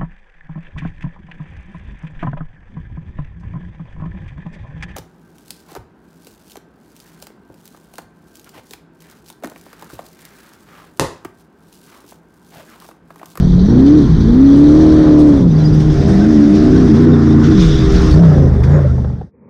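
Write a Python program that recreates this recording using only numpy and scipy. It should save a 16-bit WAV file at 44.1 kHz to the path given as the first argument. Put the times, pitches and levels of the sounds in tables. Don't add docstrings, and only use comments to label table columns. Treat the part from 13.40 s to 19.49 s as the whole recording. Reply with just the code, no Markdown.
import sys
import numpy as np
from scipy import signal
from scipy.fft import rfft, irfft, next_fast_len
from scipy.io import wavfile
from scipy.ndimage import uniform_filter1d, minimum_filter1d

SR = 44100
rng = np.random.default_rng(int(sys.argv[2]) if len(sys.argv) > 2 else 0)


def rack_gain(trim_db):
    fader = np.asarray(trim_db, float)
    return 10 ** (fader / 20)


def master(y):
    cut = np.clip(np.atleast_2d(y).T, -1, 1)
    pcm = np.round(cut * 32767)
    wavfile.write(sys.argv[1], SR, pcm.astype(np.int16))


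N = 268569
TIME = np.arange(N) / SR

FIRST_BLIP = [(0.0, 22.5, -14, 4), (0.139, 21.9, -11.5, -4.5), (0.24, 23.3, -7.5, -12),
              (0.29, 28.3, -16, 10.5), (0.37, 31.2, -8.5, 2.5), (0.479, 35.6, -4.5, -0.5),
              (0.56, 38.58, -4.5, -0.5), (0.619, 35.6, -11.5, 6.5), (0.7, 30.3, -29.5, 14)]
FIRST_PULL = [(.83, 26.4, -14.5, 5.5), (1.037, 34.3, -3.5, -5.5), (1.149, 35.1, -6.5, -1),
              (1.23, 36.44, -4, -1.5), (1.31, 37, -5, 1), (1.394, 39.26, -8.5, 1),
              (1.653, 38.52, -8.5, 0.5), (1.74, 37.52, -8, 2), (1.864, 37.52, -5, -0.5),
              (1.946, 35.06, -10, 0.5), (2.079, 32.07, -20, 10)]
THIRD_ENTRY = [(2.6, 26.8, -25, 7), (2.769, 23.8, -10, -3.5), (2.921, 29.3, -12, -3.5),
               (2.988, 26.4, -8.5, -8), (3.051, 28.4, -10, -10.5), (3.119, 24.4, -10.5, -12),
               (3.27, 31.2, -12.5, 0.5), (3.381, 32.9, -12.5, 3), (3.48, 30.3, -10.5, 1.5)]
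THIRD_CORNER = [(3.48, 30.8, -17.5, 4), (3.531, 26.36, -8, -5), (3.6, 30.61, -13, -0.5),
                (3.724, 30.38, -11, 2), (3.794, 28.52, -15.5, 0.5), (3.98, 28.17, -12, 1.5),
                (4.042, 28.8, -14, -1.5), (4.098, 30, -17, 7), (4.139, 27.23, -13, -3.5)]
THIRD_SLOWING = [(4.202, 22.4, -12.5, -5.5), (4.265, 20.1, -15, -13.5), (4.322, 18.3, -17.5, -7),
                 (4.394, 16.5, -19, -7.5), (4.5, 16.7, -20, -4.5)]
THIRD_LEAVING = [(4.42, 16.92, -33, 14.5), (4.568, 22.6, -16.5, 4), (4.69, 22.5, -26.5, 15),
                 (4.739, 28.6, -6, 0), (4.812, 34.6, -1.5, -7), (4.928, 29.5, -9, -3),
                 (5.06, 27.1, -9, 0.5), (5.199, 23.3, -16, 4), (5.282, 26.6, -10, -0.5)]
THIRD_GONE = [(5.35, 30.22, -9.5, 0), (5.412, 28.29, -10.5, -2.5), (5.491, 25.34, -12.5, -1),
              (5.621, 24.85, -15, 2), (5.759, 24.72, -15, 0.5), (5.9, 23.3, -20.5, -0.5)]
# (frequency [Hz], level [dB])
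HOUSING_TONE = [(1350, -8), (2300, -4), (2460, -5.5), (2940, -6), (3610, -0.5), (4120, -6), (5080, -2.5),
                (5770, -3.5), (7800, -21), (10100, -53), (17200, -120)]
# (middle [s], length [s], level [dB])
STEADY_LOAD = (1.5, 1.2, -4.5)


def evened(x):
    return x / np.sqrt(np.mean(abs(x) ** 2) + 1e-20)


def add(mix, s, sound):
    part = mix[max(round(s * SR), 0):][:len(sound)]
    part += sound[:len(part)]


def curve(rows):
    return np.interp(TIME, *np.transpose(rows))


def columns(rows):
    s, *values = np.transpose(rows)
    t = np.arange(max(s[0], 0), min(s[-1], N / SR), 1 / SR)
    return t, [np.interp(t, s, v) for v in values]


def swell(middle, length):
    return np.cos(np.pi * np.clip((TIME - middle) / length, -.5, .5)) ** 2


def coloured(x, points):
    hz, db = np.transpose(points)
    size = next_fast_len(len(x))
    f = np.fft.rfftfreq(size, 1 / SR)
    gain = rack_gain(np.interp(np.log(f + 1), np.log(hz), db, -90, -90))
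    return evened(irfft(rfft(x, size) * gain, size)[:len(x)])


def drift(count, hz):
    knot_rate = 200
    knots = int(count / SR * knot_rate) + 2
    chance = rng.standard_normal((2, knots))
    smooth = signal.lfilter([1], [1, -np.exp(-2 * np.pi * hz / knot_rate)], chance)
    at = np.linspace(0, knots - 1, count)
    return evened(np.interp(at, np.arange(knots), smooth[0] + 1j * smooth[1]))


def gusty(points, lump_db, hz, gate=1):
    lumps = rack_gain(lump_db * drift(count=N, hz=hz).real)
    return coloured(rng.standard_normal(N) * lumps * gate, points)


def patchy(x, patch_db, frames, bins):
    z = signal.stft(x, nperseg=256)[2]
    field = uniform_filter1d(rng.standard_normal(z.shape), bins, 0)
    field = evened(uniform_filter1d(field, frames, 1))
    return evened(signal.istft(z * rack_gain(patch_db * field), nperseg=256)[1][:N])


def far_engine():
    # (frequency [Hz], level [dB])
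    drone_tone = [(35, -41), (60, -11.5), (145, -6.5), (222, 3.5), (298, -12), (488, -9), (710, -33),
                  (908, -22.5), (1390, -37), (2350, -37), (3000, -69.5), (3900, -90), (6600, -120)]
    # (time [s], level [dB])
    rise = [(5.89, -68.5), (5.94, -48), (6.02, -43.5), (6.09, -39.5)]
    s, db = np.transpose(rise)
    gain = uniform_filter1d(rack_gain(np.interp(TIME, s, db, right=-120)), size=600)
    return gain * gusty(drone_tone, 1.5, hz=30)


def wind():
    # (frequency [Hz], level [dB])
    buffet_tone = [(15, -19.5), (25, -7), (40, -5), (60, -0.5), (100, -12), (200, -46.5)]
    # (middle [s], length [s], level [dB])
    gusts = [(0.103, 0.61, -11.5), (0.829, 0.7, -15.5), (1.495, 1.3, -21), (2.402, 1.4, -18.5),
             (3.303, 0.77, -21), (4.111, 0.32, -33), (4.493, 1.3, -12), (5.187, 0.58, -22),
             (5.56, 0.22, -29.5)]
    calm_db = -45
    buffet = rack_gain(calm_db) + sum(rack_gain(db) * swell(s, length) for s, length, db in gusts)
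    return buffet * gusty(buffet_tone, 0.56, hz=6)


def tyres():
    # (frequency [Hz], level [dB])
    near_tone = [(30, -31), (60, -10), (120, 4), (250, -1), (400, -10.5), (550, -28.5), (900, -49.5)]
    away_tone = [(30, -29), (60, -9), (120, -6.5), (190, -2.5), (260, -16), (400, -23.5), (900, -34)]
    # (middle [s], length [s], drop [dB])
    smooth_dirt = [(0., 0.15, -16.5), (1.01, 0.37, -1), (2.898, 0.82, -4), (3.63, 1, -11),
                   (4.812, 0.21, -23.5), (5.42, 0.4, -6.5)]
    rumble_db = -16
    drop_db = sum(db * swell(s, length) for s, length, db in smooth_dirt + [STEADY_LOAD])
    away = np.clip((TIME - 4.7) / 0.3, 0, 1)
    near = np.sqrt(1 - away) * gusty(near_tone, 0.23, hz=8.6)
    return rack_gain(rumble_db + drop_db) * (near + np.sqrt(away) * gusty(away_tone, 1.1, hz=11.0))


def dust():
    # (middle [s], length [s], level [dB])
    settling = (5.3, 1.6, -72)
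    # (frequency [Hz], level [dB])
    hiss_tone = [(11500, -21), (12200, 1), (14200, -1.5), (15200, -22)]
    middle, length, db = settling
    return rack_gain(db) * swell(middle, length) * gusty(hiss_tone, 1.7, hz=20)


def port_ring():
    # (time [s], length [s], level [dB])
    ringing = (4.08, .42, -32.5)
    # (frequency [Hz], level [dB])
    port_tone = [(2900, -30), (3300, -5), (3550, 0), (3850, -4), (4200, -30)]
    s, length, db = ringing
    count = round(length * SR)
    dip = swell(4.265, .07)[round(s * SR):][:count]
    flutter = rack_gain(3.5 * drift(count=count, hz=40).real - 6 * dip)
    hiss = coloured(rng.standard_normal(count), port_tone) * np.hanning(count) ** 0.5
    out = np.zeros(N)
    add(out, s, rack_gain(db) * flutter * hiss)
    return out


def ticks():
    # (time [s], peak [dB])
    stones = [(0.4774, -50), (2.261, -51), (2.345, -55.5), (2.406, -50), (4.07, -46.5), (4.0942, -45.5),
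              (4.21, -52.5), (4.2308, -42), (4.5272, -43.5), (4.544, -54.5), (4.6182, -46), (4.66, -49.5),
              (4.711, -59), (5.234, -44)]
    # (frequency [Hz], level [dB])
    snap_tone = [(5000, -30), (8000, -2.5), (11000, -11.5), (13500, -4), (15700, -16.5)]
    out, t = np.zeros(N), np.arange(1300) / SR
    for s, db in stones:
        snap = rng.standard_normal(len(t)) * np.exp(-t / .0008)
        add(out, s, rack_gain(db - 16.5) * coloured(snap, snap_tone))
    return out


def clod_thuds():
    # (time [s], peak [dB], pitch [Hz])
    landings = [(5.237, -26.5, 1795), (5.39, -14.5, 480), (5.447, -22.5, 514.5), (5.581, -24.5, 700),
                (5.645, -18.5, 560), (5.701, -29, 600), (5.812, -23, 560)]
    # (share of its pitch [1], level [dB])
    thud_tone = [(.4, -20), (.7, -2), (1, 0), (1.4, -6), (2, -22), (2.8, -23), (4, -46), (6.3, -40),
                 (9, -50)]
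    out, t = np.zeros(N), np.arange(1300) / SR
    for s, db, hz in landings:
        tone = [(share * hz, tone_db) for share, tone_db in thud_tone]
        knock = coloured(rng.standard_normal(len(t)), tone)
        add(out, s, rack_gain(db + 3.5) * knock * np.exp(-t / 0.005) * (1 - np.exp(-t / 0.0016)))
    return out


def crunch():
    # (time [s], level [dB], decay [s])
    bite = (5.233, -38.5, 0.0066)
    out, t = np.zeros(N), np.arange(1300) / SR
    s, db, decay = bite
    burst = coloured(rng.standard_normal(len(t)), HOUSING_TONE)
    add(out, s, rack_gain(db) * burst * np.e * t / decay * np.exp(-t / decay))
    return out


def squeaks():
    # (time [s], length [s], pitch [Hz], level [dB], pitch wobble [share])
    chirps = [(0.03, 0.035, 5860, -47.5, 0.027), (0.116, 0.013, 4510, -42, 0.02),
              (0.19, .02, 4080, -40, .03), (0.248, .025, 5950, -40, 0.023),
              (0.288, 0.035, 5560, -43, 0.032), (0.8, 0.019, 6000, -41, 0.021),
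              (2.108, 0.024, 5880, -44, 0.015), (2.199, 0.038, 4020, -38.5, 0.0072),
              (2.237, 0.02, 4650, -36.5, 0.017), (2.247, 0.03, 4907, -29.5, .012),
              (2.272, 0.016, 4900, -40.5, .02), (2.329, 0.023, 4860, -40, 0.018),
              (2.353, 0.036, 4970, -42, 0.0096), (2.102, 0.019, 3750, -41, .02),
              (2.158, 0.014, 4600, -37, .02), (3.708, 0.06, 3650, -37, 0.06),
              (3.886, 0.06, 3580, -39, 0.055), (4.708, 0.046, 4530, -31.5, 0.034),
              (5.305, 0.088, 6720, -51, 0.018)]
    out = np.zeros(N)
    for s, length, hz, db, wobble in chirps:
        u = np.arange(0, length, 1 / SR)
        chance = drift(count=len(u), hz=80)
        phase = 2 * np.pi * np.cumsum(hz * (1 + wobble * chance.real)) / SR
        add(out, s, rack_gain(db + 3.2 * chance.imag) * np.sin(phase) * np.hanning(len(u)) ** 0.31)
    return out


def thrown_db(column):
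    # (time [s], coarse boost [dB], fine boost [dB], decay [s])
    showers = [(.118, -1.5, -4, 0.02), (.19, 3.5, -1.5, 0.035), (.459, 9, 4.5, 0.14), (.57, 2.5, 4, 0.033),
               (.803, 4.5, -1.5, 0.027), (1.16, -1.5, 6.5, 0.14), (1.79, 3, 14.5, 0.082),
               (1.97, 0.5, 4, 0.055), (2.074, 4, -4, 0.056), (2.185, 7, 1, 0.025), (2.257, -2, -1, 0.016),
               (2.337, 1.5, 11, 0.0308), (2.4, 7.5, 8, 0.043), (2.512, -1.5, 2.5, 0.046),
               (2.68, 2.5, 8, 0.055), (3.15, 6, 7, 0.046), (3.36, 3.5, 2.5, .05), (3.556, 4.5, 2, 0.035),
               (3.66, 1.5, -9, 0.091), (3.822, 3.5, -1, 0.026), (3.959, -4.5, -2, 0.019),
               (4.035, 6.5, -1, .08), (4.17, 2.5, -0.5, 0.15), (4.2, 7.5, 4.5, 0.17),
               (4.5, 4.5, 0.5, 0.037), (4.544, 4.5, 3.5, 0.07), (4.607, 2, 5.5, .04),
               (4.71, 1.5, 11, 0.045), (5.233, 7.5, 9.5, 0.12)]
    out = np.zeros(N)
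    for row in showers:
        add(out, row[0], row[column] * np.exp(-TIME[:SR // 2] / row[3]))
    return uniform_filter1d(out, size=400)


def gritty(per_s, spread_db, share):
    size = rack_gain(spread_db * np.minimum(rng.exponential(1, N), 5)) * rng.choice([-1., 1.], N)
    grains = evened(size * (rng.random(N) < per_s / SR))
    return share * grains + (1 - share) * rng.standard_normal(N)


def gravel():
    # (time [s], level [dB])
    spin = [(0, -3), (.45, -2), (0.95, -2.5), (1.27, 5.5), (1.99, -2), (2.06, -8.5), (2.26, -0.5),
            (2.49, -3), (2.52, 2.5), (3.63, 1.5), (3.68, -3), (4.17, 3.5), (4.48, 4), (4.73, 6), (4.8, 1.5),
            (5.21, -10), (5.5, -11)]
    # (frequency [Hz], level [dB])
    early_tone = [(1350, -41.5), (2300, -7.5), (2750, -15.5), (3200, -2), (3500, -1.5), (4400, -2),
                  (5150, -10), (5920, -5.5), (7260, -28.5), (7800, -33.5), (10100, -64), (17200, -120)]
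    fizz_tone = [(4000, -24.5), (6800, -7.5), (7400, -12.5), (8400, -4.5), (9600, -12), (10800, -21.5),
                 (11800, -23.5), (12800, -15), (13800, -22), (14700, -33), (15600, -47.5)]
    spin_db = curve(spin)
    finer_db = 0.5 * (TIME - 5)
    spray = rack_gain(-40 + spin_db + thrown_db(column=1))
    fizz = rack_gain(-58.5 + 0.67 * spin_db + thrown_db(column=2) + finer_db)
    hail = gritty(1500, 3.1, 0.11) * rack_gain(0.72 * drift(count=N, hz=25).real)
    later = np.clip((TIME - 1.3) / 1.1, 0, 1)
    coarse = np.sqrt(1 - later) * coloured(hail, early_tone)
    coarse += np.sqrt(later) * coloured(hail[::-1], HOUSING_TONE)
    fine = patchy(coloured(hail, fizz_tone), 2.0, frames=8, bins=8)
    return spray * patchy(coarse, 1.88, frames=10, bins=3) + fizz * fine


def resonances(rows):
    out = np.zeros(N)
    for s, length, hz, db in rows:
        u = np.arange(0, length, 1 / SR)
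        note = (drift(count=len(u), hz=60) * np.exp(2j * np.pi * hz * u)).real
        add(out, s, rack_gain(db) * note * np.hanning(len(u)) ** .5)
    return out


def panel_hums():
    # (time [s], length [s], pitch [Hz], level [dB])
    panels = [(2.566, .3, 1044, -39.5), (2.64, .2, 1872, -37.5), (2.78, 0.093, 1540, -32),
              (3.003, 0.087, 1440, -38), (3.318, 0.11, 1498, -31.5), (3.569, 0.22, 1467, -35.5),
              (4.011, 0.066, 1500, -29.5), (4.522, .12, 1370, -31.5), (4.711, 0.063, 1780, -33.5),
              (4.908, .04, 1270, -29.5), (5.282, 0.15, 1637, -34.5), (5.485, .035, 1406, -34)]
    return resonances(panels)


def pipe_booms():
    # (time [s], length [s], pitch [Hz], level [dB])
    booms = [(0.298, .09, 443.6, -23), (0.788, .17, 435, -26), (4.944, 0.063, 577, -26),
             (4.99, 0.11, 382.3, -20.5), (5.008, .08, 290.6, -24), (5.117, 0.1, 396, -21.5),
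             (5.306, 0.1, 571, -27.5), (5.317, .1, 410, -24.5), (5.427, .05, 543, -19),
             (4.8, 0.089, 423, -30)]
    return resonances(booms)


def firing(depth):
    near = FIRST_BLIP + FIRST_PULL + THIRD_ENTRY + THIRD_CORNER[1:] + THIRD_SLOWING
    rates = [(s, 8 * hz) for s, hz, *_ in near]
    rates += [(s, 3 * hz) for s, hz, *_ in THIRD_LEAVING[3:] + THIRD_GONE]
    turns = np.cumsum(curve(rates)) / SR
    away = np.clip((TIME - 4.7) / .1, 0, 1)
    depth = depth * (1 + 1.2 * away)
    decay = 1.2 - .7 * away
    strength = rack_gain(3.3 * rng.standard_normal(2000))[turns.astype(int)]
    return evened(1 - depth + depth * 3 * strength * np.exp(-(turns % 1) / decay))


def notched(x):
    # (middle [s], length [s], frequency [Hz], depth [dB])
    echo_dips = [(4.3, 0.33, 850, -7), (2.85, 0.95, 1100, -4), (0.77, 0.27, 600, -9), (5.6, 0.49, 760, -8)]
    hz, t, z = signal.stft(x, SR, nperseg=1024)
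    dip_db = 0
    for s, length, f, db in echo_dips:
        band = np.exp(-(np.log((hz + 1) / f) / 0.27) ** 2)
        dip_db = dip_db + db * np.outer(band, np.exp(-(2 * (t - s) / length) ** 2))
    return signal.istft(z * rack_gain(dip_db), nperseg=1024)[1][:N]


def exhaust_noise():
    # (time [s], level [dB])
    throttle = [(0, -4.5), (0.11, -9), (0.45, -0.5), (0.81, -4), (1.2, 0.5), (1.71, 1.5), (1.83, -2),
                (1.96, -0.5), (2.06, -9), (2.21, -1), (2.29, -4.5), (2.82, 3), (2.87, 0.5), (4.25, 4.5),
                (4.91, 2.5), (5.19, -5), (5.36, 5.5), (5.52, -8)]
    # (time [s], level [dB])
    turned = [(2.3, -1.5), (2.8, -6.5), (3.1, -9), (4.9, -9), (5.1, 0), (5.45, -3.5), (5.62, -4.5),
              (5.8, -5.5)]
    # (frequency [Hz], level [dB])
    bark_tone = [(300, -21), (400, 10), (480, 3), (600, -2.5), (800, -6.5), (1100, -12)]
    rasp_tone = [(410, -25.5), (700, 1), (954, -5), (1030, 0.5), (1120, -0.5), (1480, -3), (1920, -6.5),
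                 (2290, -19), (2900, -34), (3770, -40), (6380, -120)]
    middle, length, clean_db = STEADY_LOAD
    throttle_db = curve(throttle)
    bark = rack_gain(-23.5 + 0.84 * throttle_db + curve(turned) + clean_db * swell(middle, length) ** .5)
    rasp = rack_gain(-33.5 + throttle_db)
    puffs = bark * gusty(bark_tone, 0.48, 6.7, firing(0.18))
    hiss = patchy(gusty(rasp_tone, 0.45, 31, firing(0.063)), 1.4, frames=14, bins=2)
    return notched(puffs + rasp * hiss)


def burbles():
    # (start [s], length [s], firing rate [Hz], level [dB])
    shut_throttle = [(-.1, 0.41, 139.6, -10.5), (0.671, .12, 157.6, -6.5), (4.406, 0.35, 175, -14.5)]
    out = np.zeros(N)
    for s, length, hz, db in shut_throttle:
        waver = 1 + 0.048 * drift(count=N, hz=8.1)
        tone = (waver * np.exp(2j * np.pi * hz * TIME)).real
        out += 1.23 * rack_gain(db) * swell(s + length / 2, length) * tone
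    return out


def engine(rows, main, orders, upper, rough, facing_db=np.zeros(N), upper_rough=0):
    # (frequency [Hz], level [dB])
    pipe_tone = [(30, 2), (60, 2), (100, -1.5), (150, 2.5), (220, 0), (300, 3), (450, -2), (800, 1)]
    bright_db = 22
    t, (hz, level_db, uneven_db) = columns(rows)
    angle = 2 * np.pi * np.cumsum(hz) / SR
    pipe_hz, pipe_db = np.transpose(pipe_tone)
    facing = facing_db[round(t[0] * SR):][:len(t)]
    tones = np.zeros(len(t))
    for k, db in orders:
        pipe = np.interp(np.log(k * hz), np.log(pipe_hz), pipe_db)
        speed_db = bright_db * (k != 2 * main) * np.log2(hz / hz.max())
        bright = (speed_db + facing) * (k >= upper)
        gain = rack_gain(level_db + db + pipe + bright + uneven_db * (k != main))
        side_rough = max(1.15 * rough, upper_rough * (k >= upper), .8 * (k >= 20))
        share = np.clip(rough if k == main else side_rough, 0, 1)
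        waver = np.sqrt(1 - share ** 2) + share * drift(count=len(t), hz=11)
        tones += 1.238 * gain * (waver * np.exp(1j * (k * angle + 2 * np.pi * rng.random()))).real
    out = np.zeros(N)
    add(out, t[0], tones * signal.windows.tukey(len(t), 0.0029 * SR / len(t)))
    return out


def second_buggy():
    # (time [s], crank turn rate [Hz], level [dB], uneven burn
    # [dB])
    pass_by = [(2.15, 68, -26.5, -3), (2.22, 74.7, -20, -12), (2.45, 77, -16.5, -9.5),
               (2.65, 78.4, -22, 8), (2.71, 81.4, -17.5, 0), (2.9, 77, -11, -6.5), (3.042, 72, -6.5, -7.5),
               (3.154, 77, -11, -2), (3.274, 74.4, -13, 2),
               (3.4, 80.16, -12.5, 2), (3.51, 76.4, -13.5, 0.5),
               (3.549, 78.25, -16.5, 4.5), (3.732, 81.91, -13.5, 1.5), (3.819, 79.35, -22.5, 2),
                (3.93, 77.27, -17, -2), (4.05, 77.86, -13.5, -5.5), (4.18, 79.6, -13.5, -2),
                (4.339, 80.9, -21, 3.5), (4.431, 78, -15, 2), (4.589, 79, -21.5, 8.5),
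               (4.711, 77.2, -14, -3), (4.79, 76.3, -16, -3), (4.85, 73, -34, 0.5)]
    # (order [1], level [dB])
    orders = [(1, -22), (2, -11.5), (3, -23.5), (4, -2), (5, -5), (6, -15), (7, -31.5), (8, -32), (9, -31),
              (10, -48)]
    # (middle [s], length [s], lift [dB])
    pipes_facing = (2.85, 2.2, 16.6)
    middle, length, db = pipes_facing
    run = pass_by
    return engine(run, 4, orders, 7, .13, db * swell(middle, length), .35)


def first_buggy():
    # (order [1], level [dB])
    orders = [(1, -21), (2, -12), (3, -24), (4, -11), (5, -15.5), (6, -11), (7, -12.5), (8, 0.5), (9, -19),
              (10, -14), (11, -20.5), (12, -15.5), (13, -26.5), (14, -21.5), (15, -25.5), (16, -24),
              (17, -38.5), (18, -26.5), (19, -37.5), (22, -36), (23, -38), (25, -41.5), (26, -36),
              (27, -42.5), (29, -41), (30, -36.5), (31, -43.5), (33, -39.5)]
    # (time [s], level [dB])
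    pipes_turning = [(.3, 5), (.5, -6.5), (.75, -7), (.9, 2), (1.15, -1), (1.4, 1), (1.85, 4), (2.05, 5.5)]
    # (time [s], firing rate [Hz], level [dB])
    coasting = [(2.01, 173, -16), (2.036, 178.1, -10), (2.135, 155.3, -9), (2.456, 153.1, -12),
                (2.645, 139.6, -15.5), (2.681, 168, -11.5)]
    pulling = engine(FIRST_BLIP + FIRST_PULL, 8, orders, 13, .12, curve(pipes_turning), .3)
    coast_orders = [(.25, -16), (.625, -16), (1, 0), (1.375, -12)]  # (share of firing rate, dB)
    return pulling + engine([(*row, 0) for row in coasting], 1, coast_orders, 9, .15)


def third_buggy():
    # (order [1], level [dB])
    entry_orders = [(1, -19), (2, -11.5), (3, -5), (4, -19), (5, -7), (6, -8), (7, -9.5), (8, 1.5),
                    (9, -14), (10, -13.5), (11, -11.5), (13, -16.5), (16, -29.5)]
    corner_orders = [(1, -18), (2, -17), (3, -1), (4, -17), (5, -0.5), (6, -13.5), (7, -10), (8, 2.5),
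                     (9, -7.5), (10, -7), (11, -3.5), (13, -11.5), (14, -24.5), (16, -16.5), (19, -34.5)]
    leaving_orders = [(1, -27.5), (2, -9), (3, -0.5), (4, -24.5), (5, 0), (6, -12), (7, -21), (8, -19.5),
                      (9, -19), (10, -25.5), (11, -21), (12, -23.5), (13, -16.5), (14, -20), (15, -22),
                      (16, -29), (17, -26.5), (18, -23.5), (19, -20.5), (20, -23), (21, -28), (23, -32),
                      (25, -32.5), (27, -29)]
    # (time [s], level [dB])
    snarl = [(4.7, -3), (4.8, 2), (4.9, 3), (4.96, 8), (5.07, 10.5), (5.11, -4.5), (5.19, 8), (5.25, -4),
             (5.33, 2.5), (5.4, 6.5), (5.45, 2.5), (5.5, -9), (5.55, 4), (5.62, -16), (5.9, -13)]
    entry = engine(THIRD_ENTRY, 8, entry_orders, 99, .13)
    corner = engine(THIRD_CORNER + THIRD_SLOWING, 8, corner_orders, 99, .1)
    leaving = engine(THIRD_LEAVING + THIRD_GONE, 5, leaving_orders, 8, .2, curve(snarl) + 2, upper_rough=.3)
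    return entry + corner + leaving


def fade():
    # (from [s], to [s], curve power [1])
    fade_out = (5.488, 5.916, 1.11)
    start, end, power = fade_out
    return np.clip((end - TIME) / (end - start), 0, 1) ** power


def scene():
    mix = wind() + tyres() + dust() + port_ring() + gravel()
    mix += panel_hums() + pipe_booms() + exhaust_noise() + burbles()
    mix += second_buggy() + first_buggy() + third_buggy()
    small_events = ticks() + clod_thuds() + crunch() + squeaks()
    return (mix * fade() + small_events + far_engine())[None]


def top_cut(x):
    return signal.sosfilt(signal.butter(12, 15710, fs=SR, output="sos"), x)


def record(dry):
    ceiling = .945
    room = np.minimum(1, 1.07 * ceiling / (abs(dry) + 1e-9))
    gain = uniform_filter1d(minimum_filter1d(room, size=201), size=101)
    gain = uniform_filter1d(gain, size=101)
    mix = np.clip(dry * gain, -ceiling, ceiling)
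    return top_cut(mix)


dry = scene()
out = record(dry)
master(out)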